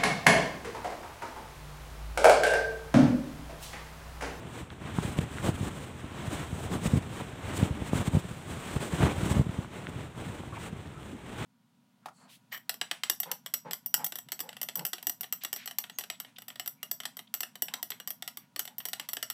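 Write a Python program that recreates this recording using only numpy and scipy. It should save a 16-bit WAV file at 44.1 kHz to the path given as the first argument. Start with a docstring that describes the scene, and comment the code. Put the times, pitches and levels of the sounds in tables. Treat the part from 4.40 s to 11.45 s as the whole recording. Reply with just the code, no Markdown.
"""A phone is carried in a pocket: cloth slides over its microphone in uneven strokes.
From the start the weave rasps, hisses and scuffs, and the shifting fabric rumbles.
Folds soon bump the case with dull thuds; a few small ticks sound in between.
Near the end, taut cloth drags and briefly sings."""
import sys
import numpy as np
from scipy import signal
from scipy.fft import rfft, irfft, next_fast_len
from scipy.io import wavfile

SR = 44100
rng = np.random.default_rng(int(sys.argv[2]) if len(sys.argv) > 2 else 0)


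def digitize_waveform(pressure):
    """Quantize a signal to 16-bit integers and store it at the path in sys.argv[1].

    Rows of a 2-D input are taken as channels; values are limited to [-1, 1].
    """
    field = np.atleast_2d(pressure).T
    bounded = np.clip(field, -1, 1)
    quanta = np.round(bounded * 32767).astype(np.int16)
    wavfile.write(sys.argv[1], SR, quanta)


N = 310905
T = np.arange(N) / SR

# cloth creeping between strokes: (time [s], rasp level [dB])
CREEP_LEVEL = [(0.0, -54), (0.25, -58), (0.39, -58), (0.55, -50.5), (1.3, -49), (1.53, -52.5), (2.2, -50.5),
               (2.62, -51), (2.95, -51), (3.4, -48.5), (4.03, -57.5), (4.6, -50.5), (5.05, -59.5),
               (5.5, -52.5), (5.72, -57.5), (6.05, -51.5), (6.52, -65.5), (7.05, -45)]
# cloth gathering speed and catching again:
# (time of top speed [s], rise [s], fall [s], rasp level [dB], hiss re rasp [dB], scuff re rasp [dB])
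CLOTH_STROKES = [(0.056, 0.13, 0.047, -55.5, -10, 8.5), (0.189, 0.099, 0.055, -48, -7, 3),
                 (0.33, 0.031, 0.038, -56, -11, 5.5), (0.479, 0.066, 0.06, -46.5, -12.5, 3.5),
                 (0.6, 0.048, 0.013, -43.5, -5, -2), (0.648, 0.031, 0.088, -43.0, -4, 3.5),
                 (0.735, 0.02, 0.011, -51, -4, 0), (0.787, 0.016, 0.01, -44, -3, 7),
                 (0.815, 0.01, 0.022, -44, -4, 8.5), (0.949, 0.062, 0.127, -48.5, -5, -13),
                 (1.073, 0.044, 0.033, -39.5, -3.0, 8.5), (1.154, 0.016, 0.013, -44.5, -5, 2),
                 (1.279, 0.1, 0.012, -46.5, -2.5, 5), (1.38, 0.077, 0.119, -56, 1, 4.5),
                 (1.61, 0.065, 0.02, -52.0, -6.5, -10), (1.867, 0.15, 0.037, -45.5, -9.5, 1.5),
                 (1.872, 0.015, 0.0088, -46.5, -3, -1), (1.946, 0.04, 0.025, -42, -3, 6),
                 (1.993, 0.038, 0.072, -43.5, -6.5, 1.5), (2.255, 0.19, 0.02, -51, 0.0, 6.5),
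                 (2.337, 0.032, 0.045, -42, -3.5, 9), (2.469, 0.034, 0.0094, -39.0, -0.5, 3.5),
                 (2.571, 0.16, 0.021, -46.5, -3.5, 5), (2.575, 0.01, 0.014, -55, 1, 4),
                 (2.78, 0.13, 0.1, -49, -5.5, -1), (2.812, 0.021, 0.01, -44.5, -12, 6.5),
                 (3.115, 0.1, 0.049, -43.5, -9, 3), (3.177, 0.024, 0.0058, -42.5, 2.0, 2),
                 (3.193, 0.0096, 0.086, -41, -5, 7.0), (3.482, 0.037, 0.019, -47.5, -3.5, -8),
                 (3.561, 0.032, 0.035, -39.5, -3.5, 5.5), (3.607, 0.026, 0.021, -40.5, -5, 9),
                 (3.674, 0.03, 0.013, -41.5, -2, 3), (3.76, 0.057, 0.037, -47, -3.5, 10),
                 (3.795, 0.011, 0.0099, -50.5, 2.5, 3), (3.89, 0.13, 0.19, -51.5, -5, 1.5),
                 (4.115, 0.041, 0.047, -48.5, -2.5, 6), (4.365, 0.013, 0.011, -44, -8, 13),
                 (4.37, 0.26, 0.019, -44.5, -5.5, 0), (4.415, 0.015, 0.084, -41, -3.5, 5.5),
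                 (4.537, 0.029, 0.11, -42, -5.5, 3), (4.64, 0.044, 0.075, -34, -12, 8),
                 (4.72, 0.013, 0.016, -48, -4, -1), (4.86, 0.139, 0.04, -41.5, -5.5, 6),
                 (4.914, 0.019, 0.019, -36.5, -3, 4), (4.979, 0.065, 0.048, -43.0, -6.5, 8.5),
                 (5.176, 0.139, 0.08, -49.5, -8.5, 5.0), (5.369, 0.063, 0.1, -49.5, -10, 4.5),
                 (5.495, 0.01, 0.015, -49.5, -6, 9), (5.625, 0.14, 0.054, -50.0, -10, 4.5),
                 (5.816, 0.069, 0.12, -48.5, -8.5, 4), (5.885, 0.029, 0.012, -55, -5, 5),
                 (5.954, 0.032, 0.064, -53, -6, 7.5), (6.266, 0.1, 0.027, -47, -6, 1.5),
                 (6.371, 0.14, 0.23, -54, -10.5, 4.5), (6.722, 0.18, 0.033, -53, -7, 5.5),
                 (6.997, 0.03, 0.116, -44.5, -10.5, 2)]
# fine fibres: (frequency [Hz], relative level [dB])
HISS_SPECTRUM = [(2000, -17), (3500, -1.5), (5000, -8.5), (6300, -6), (7300, -1.5), (8200, 1.5), (9000, -3),
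                 (10000, -8.5), (12000, -13.5), (14000, -13), (15500, -11.5)]
# catching threads: (frequency [Hz], relative level [dB])
RASP_SPECTRUM = [(300, -23), (700, -2), (1100, 0), (1600, -2), (2300, -4), (3300, -6.5), (3900, -11.5),
                 (4700, -22.5), (6500, -20), (12000, -39)]
# coarse slips: (frequency [Hz], relative level [dB])
SCUFF_SPECTRUM = [(80, -14), (180, 3.5), (300, 2), (450, -1.5), (700, -5.5), (1000, -9), (1600, -18),
                  (3500, -44.5)]
# air pumped at the microphone port: (frequency [Hz], relative level [dB])
RUMBLE_SPECTRUM = [(15, -55), (27, -33), (38, -15), (60, -2), (90, 3), (150, 2), (220, -6), (320, -12.5),
                   (600, -21.5), (1500, -61)]
# slow trend of the rumble: (time [s], gain [dB])
RUMBLE_TREND = [(0.0, -16), (0.4, -17), (0.7, -8.5), (0.95, -14.5), (1.3, -13.5), (1.55, -14), (2.0, -13.5),
                (2.55, -11), (3.0, -17), (3.12, -12.5), (3.6, -13), (4.2, -14), (4.65, -18), (5.0, -12.5),
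                (5.25, -18), (5.42, -13.5), (6.2, -16), (7.05, -16.5)]
# folds hitting the case: (time [s], level [dB], nominal push rate [Hz])
FOLD_BUMPS = [(.224, -30, 120), (0.587, -16, 298), (0.652, -23.5, 220), (0.79, -15, 253), (0.837, -27, 130),
              (1.057, -21.5, 120), (1.092, -16, 280), (1.151, -27, 130), (1.212, -22, 151),
              (1.232, -23, 200), (1.645, -26, 149), (1.881, -26.5, 139), (2.131, -23, 159),
              (2.355, -17.5, 243), (2.459, -19, 242), (2.478, -22.5, 110), (2.538, -14, 200),
              (2.546, -20.5, 220), (2.560, -18.5, 221), (2.574, -18.5, 170), (2.821, -29, 218),
              (2.935, -32, 260), (3.19, -24, 424), (3.2313, -11.5, 213), (3.312, -20, 100),
              (3.422, -20.5, 372), (3.534, -16, 350), (3.558, -23, 130), (3.605, -21.5, 353),
              (3.682, -19.5, 160), (3.739, -20.5, 130), (3.751, -13, 193), (3.772, -14.5, 198),
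              (3.853, -26.5, 131), (3.916, -29, 120), (4.365, -19.5, 230), (4.537, -21, 222),
              (4.608, -18, 147), (4.637, -14.5, 150), (4.65, -17.5, 180), (4.783, -22.5, 169),
              (4.834, -20.5, 120), (4.915, -18, 110), (4.970, -16, 118), (4.998, -12.5, 162),
              (5.013, -17, 227), (5.069, -23.5, 218), (5.096, -22.5, 140), (5.19, -22.5, 188),
              (5.492, -24, 149), (5.564, -29.5, 169), (5.9, -29.5, 120), (6.079, -33, 110),
              (6.332, -26.5, 118)]
# hard ticks against the case: (time [s], peak level [dB], centre [Hz])
CASE_TICKS = [(0.3034, -34.5, 3300), (0.305, -33.5, 1600), (.5865, -21, 900), (0.7884, -23.5, 2330),
              (0.9846, -24.5, 1700), (2.626, -35, 7000), (3.236, -29, 3200), (3.2602, -37, 1400),
              (3.5328, -24.5, 725), (5.247, -31, 990), (5.47, -23, 1880), (6.036, -33.5, 720),
              (6.179, -33, 1000), (6.474, -43, 3600), (6.631, -38.5, 2300)]
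# ring of case and microphone port: (frequency [Hz], relative level [dB], t60 [s])
CASE_MODES = [(1430, -13, 0.013), (1930, -22, 0.014), (3410, -5.5, .005)]
# taut cloth singing: (mid time [s], length [s], rms level [dB], centre [Hz], filter width [Hz])
CLOTH_DRAGS = [(6.138, 0.047, -48, 1110, 280), (6.168, 0.057, -51.5, 2200, 1300),
               (6.174, 0.045, -48.5, 840, 360), (6.577, .08, -58, 1320, 110), (6.744, .075, -44, 255, 60)]


def amp(db):
    """Decibels to gain."""
    return 10 ** (np.asarray(db) / 20)


def unit_rms(x):
    """Scales to rms 1."""
    return x / np.sqrt(np.mean(x ** 2) + 1e-20)


def coloured(x, spectrum):
    """Filters x by a spectrum; rms 1."""
    hz, db = np.transpose(spectrum)
    size = next_fast_len(N)
    bins_hz = np.fft.rfftfreq(size, 1 / SR)
    gain = amp(np.interp(np.log(bins_hz + 1), np.log(hz), db))
    return unit_rms(irfft(rfft(x, size) * gain, size)[:N])


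def wander(rate_hz):
    """Smooth random drift; rms 1."""
    size = next_fast_len(N)
    low_pass = np.exp(-(np.fft.rfftfreq(size, 1 / SR) / rate_hz) ** 2)
    return unit_rms(irfft(rfft(rng.standard_normal(N), size) * low_pass)[:N])


def band(x, hz, width_hz):
    """One resonance."""
    return signal.lfilter(*signal.iirpeak(min(hz, SR / 3), hz / width_hz, fs=SR), x)


def add(mix, start_s, sound):
    """Mixes a sound in at start_s."""
    part = mix[max(round(start_s * SR), 0):][:len(sound)]
    part += sound[:len(part)]


def sliding(creep_hiss_db=-10.5, creep_scuff_db=3.5):
    """Rasp, hiss and scuff levels in dB: each stroke is a lopsided bell on top of the creep."""
    creep_db = np.interp(T, *np.transpose(CREEP_LEVEL))
    power = amp(creep_db + np.array([[0], [creep_hiss_db], [creep_scuff_db]])) ** 2
    for time_s, rise_s, fall_s, rasp_db, hiss_db, scuff_db in CLOTH_STROKES:
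        near = slice(*np.searchsorted(T, [time_s - np.pi * rise_s, time_s + np.pi * fall_s]))
        away = np.maximum((time_s - T[near]) / rise_s, (T[near] - time_s) / fall_s)
        peaks = amp(rasp_db + np.array([[0], [hiss_db], [scuff_db]]))
        power[:, near] += (peaks * np.exp(-away ** 2)) ** 2
    return 10 * np.log10(power)


def catches(per_s, spread_db):
    """Threads catch and let go at random: clicks of uneven size."""
    caught = rng.random(N) < per_s / SR
    size = amp(spread_db * np.minimum(rng.exponential(1, N), np.pi))
    return unit_rms(caught * size * rng.choice([-1, 1], N))


def rubbing(rasp_db, hiss_db, scuff_db):
    """Fine fibres hiss, threads rasp, coarse slips scuff; grip flutter and small jerks move all three."""
    grip, jerk = wander(rate_hz=49), wander(rate_hz=32)
    hiss = coloured(rng.standard_normal(N), HISS_SPECTRUM)
    rasp = coloured(catches(per_s=9000, spread_db=2.5), RASP_SPECTRUM)
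    scuff = coloured(catches(per_s=4000, spread_db=1.5), SCUFF_SPECTRUM)
    hiss *= amp(hiss_db + 0.48 + 0.5 * jerk + grip)
    rasp *= amp(rasp_db + 0.1 + 0.5 * jerk + 0.8 * grip)
    scuff *= amp(scuff_db + 0.57 * jerk + 1.4 * grip)
    return rasp + hiss + scuff


def rumble(scuff_db, db_per_scuff_db=0.62, shudder_db=-15, rise_s=0.0055, fall_s=0.012):
    """Fabric pumps the air trapped at the port: more as it presses harder or shudders around a bump."""
    trend_db = np.interp(T, *np.transpose(RUMBLE_TREND))
    power = amp(trend_db + db_per_scuff_db * scuff_db) ** 2
    t = np.arange(-SR // 20, SR // 10) / SR
    shudder = np.exp(np.minimum(t / rise_s, -t / fall_s))
    for time_s, bump_db, _ in FOLD_BUMPS:
        add(power, time_s + t[0], (amp(bump_db + shudder_db) * shudder) ** 2)
    air = coloured(catches(per_s=450, spread_db=0), RUMBLE_SPECTRUM)
    return air * np.sqrt(power) * amp(1.4 * wander(rate_hz=15))


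def bumps(low_cut_hz=85, ring_hz=170, ring_width_hz=75, ring_gain=0.77):
    """Each fold gives one push of air; the microphone's low cut turns it into a few slowing swings."""
    out, t = np.zeros(N), np.arange(SR // 10) / SR
    low_cut = signal.butter(3, low_cut_hz, "highpass", fs=SR, output="sos")
    for time_s, level_db, push_hz in FOLD_BUMPS:
        phase = 2 * np.pi * push_hz * 0.97 * t
        thud = signal.sosfilt(low_cut, -phase ** 2 * np.exp(-phase))
        thud += ring_gain * band(thud, ring_hz, ring_width_hz)  # hollow air pocket under the cloth
        envelope = abs(signal.hilbert(np.pad(thud, len(t))))[len(t):]
        add(out, time_s - envelope.argmax() / SR, amp(level_db) * thud / envelope.max())
    return out * amp(-0.24)


def ticks(snap_cycles=0.75, ring_boost_db=11):
    """A sharp snap, gone in a swing or two, leaves a short ring in the case."""
    out, t = np.zeros(N), np.arange(SR // 20) / SR
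    for time_s, peak_db, centre_hz in CASE_TICKS:
        age = centre_hz * t / snap_cycles
        snap = age * np.exp(-2 * age) * np.sin(2 * np.pi * centre_hz * t)
        ring = sum(amp(mode_db + ring_boost_db) * band(snap, mode_hz, np.log(1000) / np.pi / t60_s)
                   for mode_hz, mode_db, t60_s in CASE_MODES)
        tick = snap + ring
        add(out, time_s - abs(tick).argmax() / SR, amp(peak_db) * tick / abs(tick).max())
    return out


def drags():
    """Taut cloth sings: soft swells of friction, each in one resonance."""
    out = np.zeros(N)
    for mid_s, length_s, rms_db, centre_hz, width_hz in CLOTH_DRAGS:
        swell = np.hanning(round(length_s * SR))
        friction = rng.standard_normal(SR)
        tone = band(band(friction, centre_hz, width_hz), centre_hz, width_hz)[-len(swell):]
        add(out, mid_s - length_s / 2, amp(rms_db) * unit_rms(tone * swell))
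    return out


def scene():
    """Everything touches the phone itself: mono, no room."""
    rasp_db, hiss_db, scuff_db = sliding()
    return (rubbing(rasp_db, hiss_db, scuff_db) + rumble(scuff_db) + bumps() + ticks() + drags())[None]


def record(dry, cutoff_hz=15600):
    """The phone's band limit."""
    low_pass = signal.firwin(511, cutoff_hz, window=("kaiser", 9), fs=SR)
    return signal.oaconvolve(dry, low_pass[None], "same")


dry = scene()
out = record(dry)
digitize_waveform(out)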